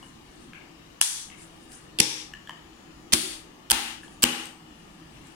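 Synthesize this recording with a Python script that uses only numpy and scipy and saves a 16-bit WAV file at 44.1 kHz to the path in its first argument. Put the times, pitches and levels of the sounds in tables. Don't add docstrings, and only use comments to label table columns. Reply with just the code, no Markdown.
import sys
import numpy as np
from scipy import signal
from scipy.io import wavfile
from scipy.ndimage import uniform_filter1d

SR = 44100
rng = np.random.default_rng(int(sys.argv[2]) if len(sys.argv) > 2 else 0)


def makeup_ratio(level_db):
    decades = np.asarray(level_db, float) / 20
    return 10 ** decades


def unload_wav(signal):
    wavfile.write(
        sys.argv[1],
        SR,
        np.round(np.clip(np.atleast_2d(signal).T, -1, 1) * 32767).astype(np.int16),
    )


N = 235919

# (frequency [Hz], level difference [dB])
ROOM_LEAN = [(60, 0), (150, -0.5), (380, 2.5), (950, 1), (2380, 10.5), (5980, 7.5), (15000, -4.5)]


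def evened(x):
    return x / np.sqrt(np.mean(x ** 2) + 1e-20)


def read(points, hz):
    f, value = np.transpose(points)
    return np.interp(np.log(hz + 1), np.log(f + 1), value)


def add(mix, s, sound):
    part = mix[:, max(round(s * SR), 0):][:, :sound.shape[1]]
    part += sound[:, :part.shape[1]]


def resonate(x, hz, width):
    return signal.lfilter(*signal.iirpeak(hz, hz / width, SR), x)


def paired_noise(length, colour, lean, t60=None, size=512, patchy_db=0.):
    # (frequency [Hz], correlation [-1..1])
    likeness = [(60, 0.94), (150, 0.98), (380, 0.39), (950, 0.034), (2380, -0.2), (5980, -0.12),
                (15000, 0.018)]
    hop = size // 4
    overlap = size * 3 // 4
    frames, hz = length * 4 // size + 5, np.fft.rfftfreq(size, 1 / SR)
    a, b, c, d, patches = rng.standard_normal((frames, len(hz), 5)).T
    patches = uniform_filter1d(patches, size=8, axis=0)
    patches = evened(uniform_filter1d(patches, size=10, axis=1))

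    same = np.clip(read(likeness, hz), -1, 1)[:, None]
    left = a + 1j * b
    right = same * left + np.sqrt(1 - same ** 2) * (c + 1j * d)
    side_db = read(lean, hz)[:, None] / 2
    level_db = read(colour, hz)[:, None] + patchy_db * patches + np.array([side_db, -side_db])
    z = np.array([left, right]) * makeup_ratio(level_db)
    steady = signal.istft(z, nperseg=size, noverlap=overlap)[1][:, :length]
    if t60 is None:
        return evened(steady)

    t = np.arange(frames) * hop / SR
    dying = z * makeup_ratio(-60 * t / np.maximum(read(t60, hz), .05)[:, None])
    tail = signal.istft(dying, nperseg=size, noverlap=overlap)[1][:, :length]
    return tail / np.sqrt(np.mean(steady ** 2))


def rings(modes, longest, rise_ms):
    t = np.arange(SR // 2) / SR
    ring = sum(makeup_ratio(db - 60 * t / min(t60, longest)) * np.sin(2 * np.pi * hz * t) for hz, db, t60 in modes)
    return ring * (1 - np.exp(-t * 1000 / rise_ms))


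def room(colour, wall_ms=16.3, wall_db=3, before_db=-14):
    # (frequency [Hz], t60 [s])
    room_t60 = [(60, 0.23), (300, .45), (1000, 0.53), (3000, 0.53), (7000, 0.52), (11000, 0.43),
                (16000, 0.42)]
    ms = np.arange(SR * 7 // 10) / SR * 1000
    build = makeup_ratio(before_db) + (1 - makeup_ratio(before_db)) / (1 + np.exp(np.clip(wall_ms - 3 - ms, -50, 50)))
    wall = 1 + (makeup_ratio(wall_db) - 1) * np.exp(-((ms - wall_ms) / 0.28) ** 2)
    closing = makeup_ratio(-80 * np.maximum(ms / 1000 - .21, 0))
    onset = np.minimum(ms / 0.41, 1)
    diffuse = paired_noise(len(ms), colour, ROOM_LEAN, room_t60, size=1024)
    return diffuse * build * wall * closing * onset


def background():
    # (frequency [Hz], density [dB per Hz])
    air_colour = [(12, -43), (20, -6.5), (55, -4.5), (86, -8.5), (155, -2.5), (263, -4), (312, -9),
                  (646, -13.5), (743, -9), (1230, -14), (1540, -19.5), (1770, -12.5), (1980, -18.5),
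                  (7190, -25.5), (16200, -38.5)]
    # (frequency [Hz], width [Hz], level [dB])
    fan_tones = [(51.8, 8.2, -67), (164.4, 1.2, -67), (325.2, 29, -57.5), (1196, 120, -69.5),
                 (2900, 230, -67.5)]
    # (on [s], off [s], frequency [Hz], level [dB])
    whine_spans = [
        (2.35, 3.12, 6939, -73),
        (4.04, 4.22, 6939, -72),
        (2.55, 3.12, 10411, -84),
        (4.5, 5.1, 10000, -84),
    ]
    air_db = -51.5
    t = np.arange(N) / SR
    air = makeup_ratio(air_db) * paired_noise(N, air_colour, ROOM_LEAN, size=2048, patchy_db=1.87)
    fan = sum(makeup_ratio(db) * evened(resonate(air, hz, width)) for hz, width, db in fan_tones)
    whine = 0
    for on, off, hz, db in whine_spans:
        powered = (t > on) * (t < off)
        whine = whine + makeup_ratio(db) * np.sqrt(2) * np.sin(2 * np.pi * hz * t) * powered
    return air + fan + whine * makeup_ratio([[3.], [-3.]])


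def clicks(rows, t60, wet_db, echo_db, snap_db):
    wall_echo_s = .0128
    pan = makeup_ratio([[2.], [-2.]])
    mix = np.zeros((2, N))
    tail = room([(100, 0.0064), (16000, 0.062)], wall_db=3, before_db=-15)
    tail = tail / np.linalg.norm(tail[0])
    for s, db, long_hz, short_hz, short_db in rows:
        modes = [(long_hz, 0, t60), (short_hz, short_db, .38 * t60)]
        ring = rings(modes, 1, t60 * 22)[:3000]
        snap = resonate(rng.standard_normal(3000), 5200, 5400) * np.exp(-np.arange(3000) / SR / 0.0016)
        click = ring / abs(ring).max() + makeup_ratio(snap_db) * snap
        add(mix, s, makeup_ratio(db) * click * pan)
        add(mix, s + wall_echo_s, makeup_ratio(db + echo_db) * click * pan)
        add(mix, s, makeup_ratio(db + wet_db) * signal.fftconvolve(click[None], tail, axes=1))
    return mix


def relay_ticks():
    # (time [s], peak [dB], long ring [Hz], short ring [Hz], short ring level [dB])
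    tick_rows = [
        (.028, -36.5, 2900, 1020, 3),
        (2.3365, -28, 1747, 2900, 4),
        (2.4733, -33.5, 1710, 3210, 4.5),
        (2.494, -27.5, 1710, 1010, 10),
        (2.4945, -28.5, 1780, 3020, 8),
        (4.033, -36, 1700, 2730, -1.5),
        (4.08, -41.5, 950, 3230, 7),
    ]
    return clicks(tick_rows, t60=.032, wet_db=-3.5, echo_db=-9, snap_db=-11)


def rustle():
    # (peak time [s], peak level [dB], swell [s])
    brushes = [(.062, -68.5, 0.13), (.36, -75, 0.19), (.41, -70, .02), (1.42, -61, 0.091),
               (1.63, -70, 0.061), (1.731, -57.5, 0.027), (4.04, -64.5, 0.023), (4.124, -75, 0.023),
               (4.79, -81.5, 0.028), (4.95, -78, .3), (5.158, -75.5, 0.14), (5.268, -71.5, 0.037)]
    # (frequency [Hz], density [dB per Hz])
    cloth_colour = [(880, -49), (1500, 1.5), (1780, -6.5), (2140, -14), (2620, -5), (4120, -14),
                    (9450, 1.5), (11200, -12.5), (15000, -40)]
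    swell_depth_db, fade_db_per_s = 16, 139
    shuffle_s, shuffle_rise_s, shuffle_db = 5.11, .08, -58
    shuffle_hz, shuffle_width_hz = 2700, 1590
    t = np.arange(N) / SR
    level = 0
    for s, db, swell_s in brushes:
        drop_db = np.where(t < s, swell_depth_db * (s - t) / swell_s, fade_db_per_s * (t - s))
        level = level + makeup_ratio(db - drop_db)
    cloth = paired_noise(N, cloth_colour, ROOM_LEAN, size=256, patchy_db=2.5)
    shuffle = makeup_ratio(shuffle_db) * evened(resonate(cloth[:, ::-1], shuffle_hz, shuffle_width_hz))
    stepping = (1 + np.tanh((t - shuffle_s) / shuffle_rise_s)) / 2
    return makeup_ratio(12) * level * cloth + shuffle * stepping


def thin_snaps():
    # (time [s], peak [dB], long ring [Hz], short ring [Hz], short ring level [dB])
    snap_rows = [
        (.409, -51, 6060, 9400, 6),
        (1.719, -39, 5000, 9200, 8),
        (4.456, -28.5, 8400, 10600, -11.5),
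        (5.27, -45, 7460, 10500, -2),
    ]
    return clicks(snap_rows, t60=.005, wet_db=-3, echo_db=-6, snap_db=-1)


def far_knocks():
    # (time [s], peak [dB], long ring [Hz], short ring [Hz], short ring level [dB])
    knock_rows = [
        (.534, -32.5, 1670, 2300, 9.9),
        (1.3015, -36, 2210, 2700, 6.8),
    ]
    return clicks(knock_rows, t60=.013, wet_db=6, echo_db=-6, snap_db=-17)


def strike(crack, db, hz, length_ms, pan_db):
    # (frequency [Hz], level difference [dB])
    strike_lean = [(60, 0), (500, 0), (1200, 1), (2500, 4), (5000, 3), (9000, -5), (12000, -2), (15000, 0)]
    ring_share_5khz, share_per_octave = 0.57, -.06
    clean_ring = .42
    ring_width = 0.14
    sag_db, grain_db = 1.5, 2
    linger_db, linger_ms = -15, 4.5
    ms = np.arange(700) / SR * 1000
    noise = paired_noise(3000, crack, strike_lean, size=512)
    broad = evened(0.5 * noise + resonate(noise, hz, 2.1 * hz))

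    cycles = hz * np.arange(3000) / SR + rng.random() + np.array([[0], [.15]])
    mode = np.sqrt(2) * np.sin(2 * np.pi * cycles)
    ring = clean_ring * mode + (1 - clean_ring) * evened(resonate(noise, hz, ring_width * hz))
    share = np.clip(ring_share_5khz + share_per_octave * np.log2(hz / 5000), 0, 1)
    rattle = ((1 - share) * broad + share * ring)[:, -len(ms):]

    shape = np.minimum(ms / (.2 * length_ms), 1) * np.exp(-np.maximum(ms - length_ms, 0) / .6)
    grain = evened(uniform_filter1d(rng.standard_normal(len(ms)), size=14))
    shape = shape * makeup_ratio(grain_db * grain - sag_db * np.minimum(ms / length_ms, 1))
    shape = np.maximum(shape, makeup_ratio(linger_db) * np.exp(-ms / linger_ms) * (ms > length_ms))
    rattle = rattle / np.sqrt(np.mean((rattle * shape) ** 2) / np.mean(shape ** 2))
    return makeup_ratio(db + np.array([[pan_db], [-pan_db]]) / 2) * rattle * shape


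def contactors(direct_db=3.74):
    # (time [s], level [dB], ring [Hz], length [ms], left-right [dB])
    clacks = [
        [(1.0105, -37, 9500, 2.2, 0), (1.0130, -9.5, 10200, 1.6, -1), (1.0146, -24, 5000, 1.4, 4)],
        [(1.9872, -23, 3500, 4, 0), (1.9925, -29, 330, 4, 0), (1.9980, -24, 10000, 2.4, 0),
         (2.0010, -10, 6000, 2.6, 0), (2.0040, -13, 5500, 1.3, 4)],
        [(3.1228, -24, 3500, 2.5, 0), (3.1258, -23, 9000, 1.6, 0), (3.1293, -19, 9000, 1.8, 0),
         (3.1328, -12, 5000, 1.2, 0), (3.1350, -10.5, 9000, 3.2, 0)],
        [(3.7000, -21, 3100, 3.6, 0), (3.7086, -12.5, 9000, 1.7, -2), (3.7105, -20, 3200, 3, 2),
         (3.7149, -11.5, 5000, 1.4, 0), (3.7164, -17, 7000, 2.4, 0)],
        [(4.2225, -26, 9000, 2.6, 0), (4.2250, -26, 3000, 4.5, 0), (4.2301, -15, 7500, 3.6, 0),
         (4.2372, -11.5, 8000, 2, 0), (4.2392, -13, 3000, 2, 5)],
    ]
    # (frequency [Hz], density [dB per Hz])
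    cracks = [
        [(290, -40), (500, -25), (960, 0.5), (2260, -18), (2930, 7.5), (3920, -17), (5310, -1.5), (9220, -3.5),
         (10400, 6), (13100, -46), (15300, -8), (16000, -45)],
        [(180, -41), (300, -56), (1690, -5), (2790, 6), (3830, -7.5), (4830, 5.5), (6100, -9), (7690, 1.5),
         (10600, 3), (16000, -17.5)],
        [(180, -28.5), (300, -11.5), (842, -8), (2740, -5), (3950, -6.5), (4750, -3.5), (6300, -6.5),
         (9090, -11), (15000, -14.5), (16000, -52.5)],
        [(180, -45), (300, -18), (2280, -14.5), (3030, -10), (4090, -19), (4990, -11), (5800, -15.5),
         (9090, -9), (13500, -13.5), (16000, -27)],
        [(180, -33.5), (300, -9), (1580, 4.5), (1930, -8), (2840, -0.5), (3830, -5.5), (4750, 2.5), (5900, -5),
         (9880, -2), (16000, -3)],
    ]
    # (frequency [Hz], density [dB per Hz])
    tails = [
        [(290, -49), (500, -24.5), (545, -41), (855, -17), (1380, -19), (1670, -15.5), (2040, -18.5),
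         (3390, -14), (7750, -7), (10400, -6), (14500, -33), (16000, -25)],
        [(30, -45), (45, -15.5), (215, -1), (372, -2.5), (529, -5), (646, -31), (831, -5), (1300, -15.5),
         (2320, -5.5), (10300, -7), (12500, -21), (16000, -31)],
        [(30, -42.5), (45, -13.5), (237, -15.5), (276, -25.5), (329, 6), (433, -45), (529, -16.5), (715, -27),
         (1300, -20), (6330, -18.5), (9220, -13.5), (16000, -32)],
        [(30, -47), (45, 2), (176, -43.5), (237, -2.5), (433, -17.5), (646, -22), (810, -4.5), (990, -12.5),
         (1590, -10), (5180, -16.5), (8990, -17), (16000, -27.5)],
        [(30, -48), (45, -14), (237, -0.5), (529, -4), (646, -21), (810, -1), (965, -11), (1040, -4.5),
         (3380, -8), (8550, -16.5), (14100, -20.5), (16000, -43)],
    ]
    # (frequency [Hz], width [Hz], level [dB])
    casings = [
        [(3390, 110, 3), (5890, 60, 3), (8140, 200, -16)],
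        [(3500, 270, -1.5), (5000, 160, 1), (5620, 210, 7.5)],
        [(3300, 780, 1), (4460, 300, 2.5), (9700, 1200, -2)],
        [(2900, 360, -2.5), (3420, 1300, -5.5), (9200, 710, 0)],
        [(2900, 270, 4), (6400, 170, -10), (8900, 1600, 4.5)],
    ]
    # (frequency [Hz], level [dB], t60 [s])
    boards = [
        [(992, 1, 0.017), (1700, -3.5, 0.02), (2900, -4, 0.018)],
        [(67.4, -20, 0.025), (131.5, -15, 0.45), (198, 4, 0.035), (288, -25, 0.051), (313, -6.5, 0.8),
         (823, -16, 0.5)],
        [(70, -6, 0.13), (141, -34, 0.17), (232, -4, 0.37), (320, -6.5, 0.78), (784, -18, 0.52),
         (935, -15.5, 0.091)],
        [(59.7, -3.5, 0.05), (234, -8, 0.6), (331, -9.5, 0.49), (823, -25, 0.65), (927, -2.5, 0.15)],
        [(66.5, 0, 0.12), (226, -36, .2), (244, 5.5, 0.38), (323, -1.5, 0.74), (440, -0.5, 0.18),
         (817, -7.5, 0.74), (940, -6, 0.19)],
    ]
    # (armature seats [s], room level [dB], board level [dB])
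    strengths = [
        (1.0125, -10.5, -18),
        (2.0028, -13, -19),
        (3.1316, -12.5, -21),
        (3.715, -12.5, -20),
        (4.237, -13.5, -23),
    ]
    longest_ring_s, low_cut_hz = 0.52, 31
    mix = np.zeros((2, N))
    for rows, crack, colour, casing, modes, strength in zip(clacks, cracks, tails, casings, boards, strengths):
        seat_s, room_db, board_db = strength
        for s, *blow in rows:
            add(mix, s, makeup_ratio(direct_db) * strike(crack, *blow))
        tail = makeup_ratio(room_db) * room(colour)
        tail = tail + sum(makeup_ratio(db) * resonate(tail, hz, width) for hz, width, db in casing)
        add(mix, seat_s - .002, tail)
        add(mix, seat_s, makeup_ratio(board_db) * rings(modes, longest_ring_s, 0.89) * np.ones((2, 1)))
    return signal.sosfilt(signal.butter(2, low_cut_hz, "high", fs=SR, output="sos"), mix)


def scene():
    return background() + relay_ticks() + rustle() + thin_snaps() + far_knocks() + contactors()


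def top_cut(x):
    return signal.sosfilt(signal.butter(12, 16360, fs=SR, output="sos"), x)


def record(dry):
    threshold_db, duck_db, climb_db_per_s = -14, 10.5, 48.
    reaction_s, smoothing_s = .0095, .003
    edge_hz = 16200
    loud = uniform_filter1d((dry ** 2).mean(0), size=100) > makeup_ratio(threshold_db) ** 2
    climb_db = np.arange(N) * climb_db_per_s / SR
    held_db = np.maximum.accumulate(np.where(loud, duck_db, -99) + climb_db)
    over_db = np.roll(np.maximum(held_db - climb_db, 0), round(reaction_s * SR))
    slow = np.exp(-1 / (SR * smoothing_s))
    over_db = signal.lfilter([1 - slow], [1, -slow], over_db)
    ducked = np.clip(dry / makeup_ratio(over_db), -.98, .98)
    edge = signal.firwin(101, edge_hz, fs=SR)
    mix = signal.oaconvolve(ducked, edge[None], "same")
    return top_cut(mix)


dry = scene()
out = record(dry)
unload_wav(out)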